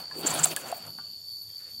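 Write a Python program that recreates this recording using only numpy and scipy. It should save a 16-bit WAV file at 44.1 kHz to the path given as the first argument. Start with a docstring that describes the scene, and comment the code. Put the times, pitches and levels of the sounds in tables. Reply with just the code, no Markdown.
"""A hand works among the wires of a stopped motorcycle in an open shed, close to the microphone.
Shaped friction noise rubs and hisses, wobbling whistles swish, and noisy arched tones squeak twice.
Clicks tick, decaying sines and noise make hollow pops and light knocks, and a low sine thrums.
Behind the hand, narrow noise bands make an unbroken insect chorus, a thin high whine wavers
on a few sine partials, and soft noise is the still air; both channels are alike."""
import sys
import numpy as np
from scipy import signal
from scipy.fft import rfft, irfft
from scipy.io import wavfile

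SR = 44100
rng = np.random.default_rng(int(sys.argv[2]) if len(sys.argv) > 2 else 0)


def bounce(signal):
    """Save signal as a 16-bit WAV file at the path given by the first command-line argument."""
    frames = np.transpose(np.atleast_2d(signal))
    limited = np.clip(frames, -1, 1)
    pcm = np.round(limited * 32767).astype(np.int16)
    wavfile.write(sys.argv[1], SR, pcm)


N = 79380
T = np.arange(N) / SR  # s

# dull rubbing of the hand, close: t/s, level/dB
RUB_LEVEL = [(0, -46), (.08, -57.5), (.15, -50), (.185, -54.5), (.215, -47.5), (.245, -36), (.385, -31),
             (.425, -35), (.485, -40), (.528, -39.5), (.545, -47.5), (.562, -47), (.58, -44), (.62, -43.5),
             (.71, -43.5), (.79, -50), (.875, -51.5), (.93, -64), (1.1, -67), (1.22, -100)]
# its spectrum: f/Hz, relative level/dB (per Hz, as in all noise spectra here)
RUB_COLOUR = [(60, -23), (120, -4.5), (170, -5), (230, -3.5), (360, -4), (480, -2.5), (700, 3),
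              (1000, -2.5), (1450, -4), (1950, -11), (3300, -8), (5000, -16.5), (9000, -22)]
# dry hiss of sliding skin: t/s, level/dB
HISS_LEVEL = [(0, -49.5), (.06, -72), (.14, -60), (.19, -45), (.235, -49.5), (.27, -42), (.325, -42.5),
              (.37, -36), (.42, -40.5), (.465, -40.5), (.495, -38), (.535, -38.5), (.543, -56), (.563, -70),
              (.572, -42), (.605, -45), (.65, -54), (.685, -44.5), (.73, -57), (.77, -50.5), (.81, -61),
              (.95, -84)]
# its spectrum: f/Hz, relative level/dB
HISS_COLOUR = [(2500, -2.5), (5200, -15.5), (7400, -2), (8500, -2.5), (9600, 0.5), (10600, -8),
               (12500, -5.5), (14200, -20), (15500, -2), (16500, -23)]
# a later light brush of the hand: t/s, level/dB
BRUSH_LEVEL = [(1.42, -100), (1.47, -84), (1.5, -62), (1.53, -71), (1.585, -67.5), (1.607, -56),
               (1.65, -61.5), (1.695, -58.5), (1.73, -64.5), (1.8, -82)]
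# its spectrum: f/Hz, relative level/dB
BRUSH_COLOUR = [(100, -7.5), (500, -2), (900, -6.5), (1600, -1.5), (3800, -5.5), (7000, -9), (14000, -26.5)]
# slips: rate, mean excess of their size, share of the friction's power
GRAINS_PER_S, GRAIN_SPREAD_DB, GRAIN_SHARE = 1800, 3, .55
# uneven contact: rms swing in each half octave, and its pace
PATCHY_DB, PATCHES_HZ = 2.5, 14.6
# short scuffs: t/s, half length/s, centre f/Hz, width of each filter pass/Hz, level/dB
SCUFFS = [(0.037, .025, 588, 344, -57), (0.198, 0.033, 324, 220, -42), (0.253, 0.011, 316, 197, -32.5),
          (0.516, 0.0057, 2760, 3460, -35.5), (0.516, 0.011, 418, 196, -41.5),
          (0.641, 0.01, 493, 495, -46.5), (.708, 0.0052, 604, 222, -37), (0.823, 0.0039, 2500, 3000, -54),
          (0.867, 0.0017, 8500, 4500, -44), (0.879, 0.021, 510, 586, -54.5), (0.926, 0.06, 200, 130, -57),
          (1.038, 0.11, 3010, 704, -65), (1.136, 0.045, 190, 150, -69.5)]

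# low thrum of the rubbed body: t/s, level/dB
THRUM_LEVEL = [(0, -52.5), (.07, -73.5), (.13, -59.5), (.24, -47), (.27, -61), (.3, -37.5), (.35, -57),
               (.38, -50), (.415, -36.5), (.45, -48.5), (.53, -48), (.56, -63), (.7, -81), (.8, -70),
               (.87, -56.5), (.96, -63), (1.2, -85)]
THRUM_HZ, THRUM_WANDER_HZ, THRUM_PACE_HZ = 160.6, 5.4, 41  # centre, rms pitch wander, its pace
# soft bumps: t/s, half length/s, f/Hz, level/dB
BUMPS = [(0.873, 0.023, 108.2, -53), (1.195, 0.024, 99, -69), (1.49, .018, 100, -59),
         (1.77, 0.033, 230.6, -65)]

# quick swishes: t/s, half length/s, centre f/Hz, level/dB
SWISHES = [(0.2721, 0.0058, 7320, -20), (0.309, .009, 7420, -29.5), (.341, .002, 9630, -30),
           (0.35, 0.0032, 9620, -29.5), (0.395, 0.0061, 7400, -27.5), (0.4416, 0.0054, 7610, -15.5),
           (0.447, 0.0032, 7740, -19.5), (0.478, 0.012, 7400, -36), (0.691, 0.019, 7200, -48)]
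# whistles within each swish: ratio to the centre, wobble rate/Hz, relative level/dB
SWISH_MODES = [(.85, 585, -7), (.93, 400, -3), (1.002, 348, 4.5), (1.05, 301, -4), (1.19, 302, -10.5),
               (1.29, 402, -27)]
# hiss around the whistles: f/Hz, relative level/dB
SWISH_COLOUR = [(2000, -6.5), (5000, -7.5), (7500, -2.5), (9600, 3), (11000, -12), (14000, -13),
                (15700, -8)]
SWISH_HISS_DB, SWISH_RISE_HZ_PER_S = -8.5, 8700  # hiss against whistles; glide of the centre

# faint squeaks: t/s, top f/Hz, level/dB
SQUEAKS = [(0.195, 14850, -47), (0.763, 15500, -46.5)]
SQUEAK_HALF_S, SQUEAK_SAG_HZ = .02, 2360  # the pitch is down by the sag one half length from the top
SQUEAK_ROUGHNESS_HZ = 340  # pace of the loudness wobble

# sharp ticks: t/s, drive level before the colour/dB
TICKS = [(0.456, -11.5), (.5635, -11), (0.7169, -26.5)]
# their filter: f/Hz, gain/dB
TICK_COLOUR = [(500, -14), (1800, -9.5), (3800, 4), (6000, -7), (9500, 9), (12500, -4), (16000, 4.5)]
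TICK_TAIL_DB, TICK_T60_S = -10.5, 0.022
# hollow pops just after the ticks: t/s, f/Hz, level/dB, ring T60/s
POPS = [(.4595, 714, -20, 0.034), (.569, 1677, -23, 0.034), (.7252, 702, -15.5, 0.036)]
# filter of their thud: f/Hz, gain/dB
POP_COLOUR = [(200, -24), (700, -12), (1400, 3.5), (2200, -23), (5000, -35)]
POP_RISE_S, POP_THUD_DB, POP_THUD_T60_S = 0.0012, 1.5, 0.022
# a light knock: t/s, level/dB
KNOCKS = [(.987, -44)]
# modes of the knocked part: f/Hz, relative level/dB, T60/s
KNOCK_MODES = [(806, -15, .12), (944, -14, .07), (1090, -9, .06), (1184, -9, 0.23), (1333, -7, 0.088),
               (1444, -2.5, 0.13), (1520, -6, .1), (1599, -18.5, 0.36)]
# a smaller part pings: t/s, level/dB
PINGS = [(.112, -42)]
# modes of the smaller part: f/Hz, relative level/dB, T60/s
PING_MODES = [(1060, 0, 0.079), (1690, 1.5, 0.076), (1870, -11, 0.032)]
# filter of the crack in knock and ping: f/Hz, gain/dB
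KNOCK_COLOUR = [(300, -9), (650, -8), (850, 4), (1450, -5), (2200, -15), (4500, -21), (8000, -45)]
KNOCK_CRACK_DB, KNOCK_CRACK_T60_S = 10.5, 0.052

# cricket chorus behind the hand: t/s, level/dB
CRICKET_LEVEL = [(0, -42.5), (.28, -37.5), (.55, -47), (.75, -46), (.87, -43.5), (1.15, -40.5),
                 (1.22, -46.5), (1.33, -39), (1.5, -44), (1.57, -40.5), (1.67, -43.5), (1.8, -40.5)]
# its song band: f/Hz, relative level/dB
CRICKET_COLOUR = [(4150, -31.5), (4330, -14), (4420, 2), (4500, 5.5), (4680, 0.5), (4770, -8), (4880, -28)]
# fainter insects farther off: f/Hz, width of each filter pass/Hz, level/dB
FAR_INSECTS = [(3620, 300, -68), (5290, 450, -63.5), (7030, 750, -64), (8200, 270, -77), (9500, 1500, -68)]

# thin whine: t/s, fundamental f/Hz, level/dB
WHINE = [(0, 1640, -52), (.1, 1640, -73), (.3, 1677, -52), (.7, 1625, -60), (.805, 1620, -65),
         (.825, 1630, -56.5), (.89, 1636, -57.5), (1.01, 1630, -61.5), (1.06, 1634, -63.5),
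         (1.24, 1635, -62), (1.32, 1636, -57.5), (1.49, 1630, -57), (1.531, 1615, -60), (1.59, 1620, -56.5),
         (1.66, 1614, -63.5), (1.71, 1630, -57), (1.78, 1635, -58)]
# its partials: multiple of the fundamental, relative level/dB
WHINE_PARTIALS = [(4, -14.5), (6, -5.5), (8, 1.5)]
# faint lines beside the strongest partial: offset/Hz, level/dB
WHINE_NEIGHBOURS = [(-330, -68), (374, -77)]
WHINE_JITTER, WHINE_FLUTTER_DB = 0.00093, 2.5  # rms share of the pitch; rms swing of each partial
# partials of the whine that swell briefly by themselves: t/s, half length/s, f/Hz, level/dB
WHINE_SWELLS = [(1.116, 0.039, 11320, -71), (1.276, 0.04, 11370, -68), (1.307, .02, 3275, -70),
                (1.5, 0.038, 11430, -67), (1.523, 0.032, 3250, -65), (1.63, 0.05, 11470, -68),
                (1.745, 0.027, 3240, -68), (1.76, .03, 11470, -72)]
SWELL_JITTER = .0015  # rms share of the pitch

# still air of the shed: f/Hz, relative level/dB
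AIR_COLOUR = [(25, -27), (55, -12.5), (98, 2.5), (150, -4.5), (260, -13), (500, -13), (750, -16.5),
              (1200, -20.5), (2300, -24.5), (3200, -19), (6000, -25), (11000, -29), (14500, -23.5),
              (16000, -32)]
AIR_DB = -63
CUTOFF_HZ = 15800


def rubbing():
    """Friction gives a dull scuffing, a dry hiss and a later light brush."""
    layers = [(RUB_LEVEL, RUB_COLOUR), (HISS_LEVEL, HISS_COLOUR), (BRUSH_LEVEL, BRUSH_COLOUR)]
    return sum(level(curve) * rms_one(colour(patchy(friction()), spectrum))
               for curve, spectrum in layers)


def friction():
    """Tiny slips of uneven size on a bed of smooth noise."""
    size_db = GRAIN_SPREAD_DB * np.minimum(rng.exponential(1, N), 5)
    sizes = from_db(size_db) * rng.choice([-1, 1], N)
    slips = rms_one(sizes * (rng.random(N) < GRAINS_PER_S / SR))
    bed = rng.standard_normal(N)
    return np.sqrt(GRAIN_SHARE) * slips + np.sqrt(1 - GRAIN_SHARE) * bed


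def patchy(x):
    """The contact keeps changing, so each half octave swells and fades by itself."""
    half_octave = 2 * np.log2(np.fft.rfftfreq(N, 1 / SR) + 1)
    spectrum = rfft(x)
    out = np.zeros(N)
    for k in range(10, 30):
        # neighbouring triangles overlap and add up to one
        part = irfft(spectrum * np.maximum(1 - np.abs(half_octave - k), 0), N)
        out += part * from_db(PATCHY_DB * drift(PATCHES_HZ))
    return out


def scuffs():
    """Brief grazes, each with the colour of the part touched."""
    return sum(from_db(db) * swell(s, half_s) * band(friction(), hz, width_hz)
               for s, half_s, hz, width_hz, db in SCUFFS)


def thrum():
    """The rubbed body hums at one low, wandering resonance and takes a few soft bumps."""
    hum = level(THRUM_LEVEL) * sine(THRUM_HZ + THRUM_WANDER_HZ * drift(THRUM_PACE_HZ))
    bumps = sum(from_db(db) * swell(s, half_s) * sine(hz) for s, half_s, hz, db in BUMPS)
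    return np.sqrt(2) * (hum + bumps)


def swishes():
    """Fast slides of skin or wire give brief clusters of rough, rising whistles in hiss."""
    hiss = from_db(SWISH_HISS_DB) * noise(SWISH_COLOUR)
    # complex wobbles make each whistle waver in loudness and phase
    wobbles = [(ratio, from_db(db) * (drift(rate_hz) + 1j * drift(rate_hz)))
               for ratio, rate_hz, db in SWISH_MODES]
    out = np.zeros(N)
    for s, half_s, hz, db in SWISHES:
        phase = 2 * np.pi * np.cumsum(hz + SWISH_RISE_HZ_PER_S * (T - s)) / SR
        shape = swell(s, half_s)
        near = shape > 1e-3
        cluster = sum(wobble[near] * np.exp(1j * ratio * phase[near]) for ratio, wobble in wobbles)
        whistle = np.zeros(N)
        whistle[near] = rms_one(cluster.real)
        burst = shape * (whistle + hiss)
        # give the burst the energy of its envelope
        out += from_db(db) * burst * np.sqrt(np.sum(shape ** 2) / np.sum(burst ** 2))
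    return out


def squeaks():
    """Breathy squeaks that rise and fall with the speed of the slide."""
    out = np.zeros(N)
    for s, top_hz, db in SQUEAKS:
        away = np.minimum(((T - s) / SQUEAK_HALF_S) ** 2, 4)
        tone = sine(top_hz - SQUEAK_SAG_HZ * away)
        envelope = np.exp(-.5 * away ** 2)
        out += from_db(db) * envelope * np.sqrt(2) * drift(SQUEAK_ROUGHNESS_HZ) * tone
    return out


def ticks():
    """Each tick is one sharp snap, a single impulse, with a very short noisy tail."""
    out = np.zeros(N)
    for s, db in TICKS:
        out += from_db(db + TICK_TAIL_DB) * decay(s, TICK_T60_S) * rng.standard_normal(N)
        out[int(s * SR)] += 2 * from_db(db)
    return colour(out, TICK_COLOUR)


def pops():
    """A soft thud, and a small pocket of air that builds up quickly and rings for a short while."""
    out = np.zeros(N)
    for s, hz, db, t60 in POPS:
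        age = np.maximum(T - s, 0)
        build_up = 1 - np.exp(-age / POP_RISE_S)
        ring = build_up * decay(s, t60) * np.sin(2 * np.pi * hz * age)
        thud = colour(decay(s, POP_THUD_T60_S) * rng.standard_normal(N), POP_COLOUR)
        out += from_db(db) * (ring + from_db(POP_THUD_DB) * thud)
    return out


def knocks():
    """Two small parts are nudged, and each rings in its own modes."""
    return struck(KNOCKS, KNOCK_MODES) + struck(PINGS, PING_MODES)


def struck(hits, modes):
    """Light contacts: a dull crack and a few short modes."""
    out = np.zeros(N)
    for s, db in hits:
        rings = sum(from_db(mode_db) * decay(s, t60) * np.sin(2 * np.pi * hz * (T - s))
                    for hz, mode_db, t60 in modes)
        crack = colour(decay(s, KNOCK_CRACK_T60_S) * rng.standard_normal(N), KNOCK_COLOUR)
        out += from_db(db) * (rings + from_db(KNOCK_CRACK_DB) * crack)
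    return out


def crickets():
    """A chorus as one narrow noise band; others sing farther off in fainter bands."""
    chorus = level(CRICKET_LEVEL) * noise(CRICKET_COLOUR)
    far = sum(from_db(db) * band(rng.standard_normal(N), hz, width_hz)
              for hz, width_hz, db in FAR_INSECTS)
    return chorus + far


def whine():
    """A thin, slightly unsteady tone, strongest in a high partial; others swell briefly alone."""
    s, hz, db = np.transpose(WHINE)
    pitch = np.interp(T, s, hz) * (1 + WHINE_JITTER * drift(150))
    tone = sum(from_db(part_db + WHINE_FLUTTER_DB * drift(37)) * sine(multiple * pitch)
               for multiple, part_db in WHINE_PARTIALS)
    strongest_hz = WHINE_PARTIALS[-1][0] * pitch
    beside = sum(from_db(line_db) * drift(40) * sine(strongest_hz + offset_hz)
                 for offset_hz, line_db in WHINE_NEIGHBOURS)
    waver = 1 + SWELL_JITTER * drift(100)
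    swells = sum(from_db(swell_db) * swell(at_s, half_s) * sine(swell_hz * waver)
                 for at_s, half_s, swell_hz, swell_db in WHINE_SWELLS)
    return np.sqrt(2) * (from_db(np.interp(T, s, db)) * tone + beside + swells)


def still_air():
    """The still air of the shed: steady, soft noise."""
    return from_db(AIR_DB) * noise(AIR_COLOUR)


def from_db(db):
    """Decibels to gain."""
    return 10 ** (np.asarray(db) / 20)


def rms_one(x):
    """Scale to unit rms."""
    return x / np.sqrt(np.mean(x ** 2) + 1e-20)


def level(rows):
    """Gain over time from (t/s, level/dB) rows."""
    return from_db(np.interp(T, *np.transpose(rows)))


def colour(x, points):
    """Filter by a spectrum of (f/Hz, gain/dB) points; falls away beyond its ends."""
    hz, db = np.transpose(points)
    log_f = np.log(np.fft.rfftfreq(2 * N, 1 / SR) + 1)
    log_points = np.log(hz)
    beyond = np.abs(log_f - np.clip(log_f, log_points[0], log_points[-1]))
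    gain = from_db(np.interp(log_f, log_points, db) - 60 * beyond)
    return irfft(rfft(x, 2 * N) * gain)[:N]


def noise(points):
    """Unit-rms noise with the given spectrum."""
    return rms_one(colour(rng.standard_normal(N), points))


def drift(rate_hz):
    """Random wander of unit rms, mostly slower than the given rate."""
    f = np.fft.rfftfreq(N, 1 / SR)
    return rms_one(irfft(rfft(rng.standard_normal(N)) / (1 + (f / rate_hz) ** 2), N))


def resonate(x, hz, width_hz):
    """One two-pole resonance with a gain of about 1 at its peak."""
    r = np.exp(-np.pi * width_hz / SR)
    zeros = np.array([1, 0, -1]) * (1 - r * r) / 2
    poles = [1, -2 * r * np.cos(2 * np.pi * hz / SR), r * r]
    return signal.lfilter(zeros, poles, x)


def band(x, hz, width_hz):
    """A resonance applied twice for steep skirts; unit rms."""
    return rms_one(resonate(resonate(x, hz, width_hz), hz, width_hz))


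def sine(hz):
    """A sine of random phase that follows a fixed pitch or a pitch curve."""
    return np.sin(2 * np.pi * (np.cumsum(hz + 0 * T) / SR + rng.random()))


def swell(s, half_s):
    """A bell-shaped envelope centred on s."""
    return np.exp(-.5 * ((T - s) / half_s) ** 2)


def decay(s, t60):
    """An envelope that starts at s and falls by 60 dB in t60 seconds."""
    return (T >= s) * from_db(-60 * np.maximum(T - s, 0) / t60)


def scene():
    """Close hand and the background behind it, the same in both channels."""
    hand = rubbing() + scuffs() + thrum() + swishes() + squeaks() + ticks() + pops() + knocks()
    background = crickets() + whine() + still_air()
    mono = hand + background
    return np.array([mono, mono])


def record(dry):
    """A steep elliptic low-pass cuts the top at the microphone."""
    lowpass = signal.ellip(10, .2, 80, CUTOFF_HZ, fs=SR, output="sos")  # ripple/dB, stopband/dB
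    return signal.sosfilt(lowpass, dry)


dry = scene()
out = record(dry)
bounce(out)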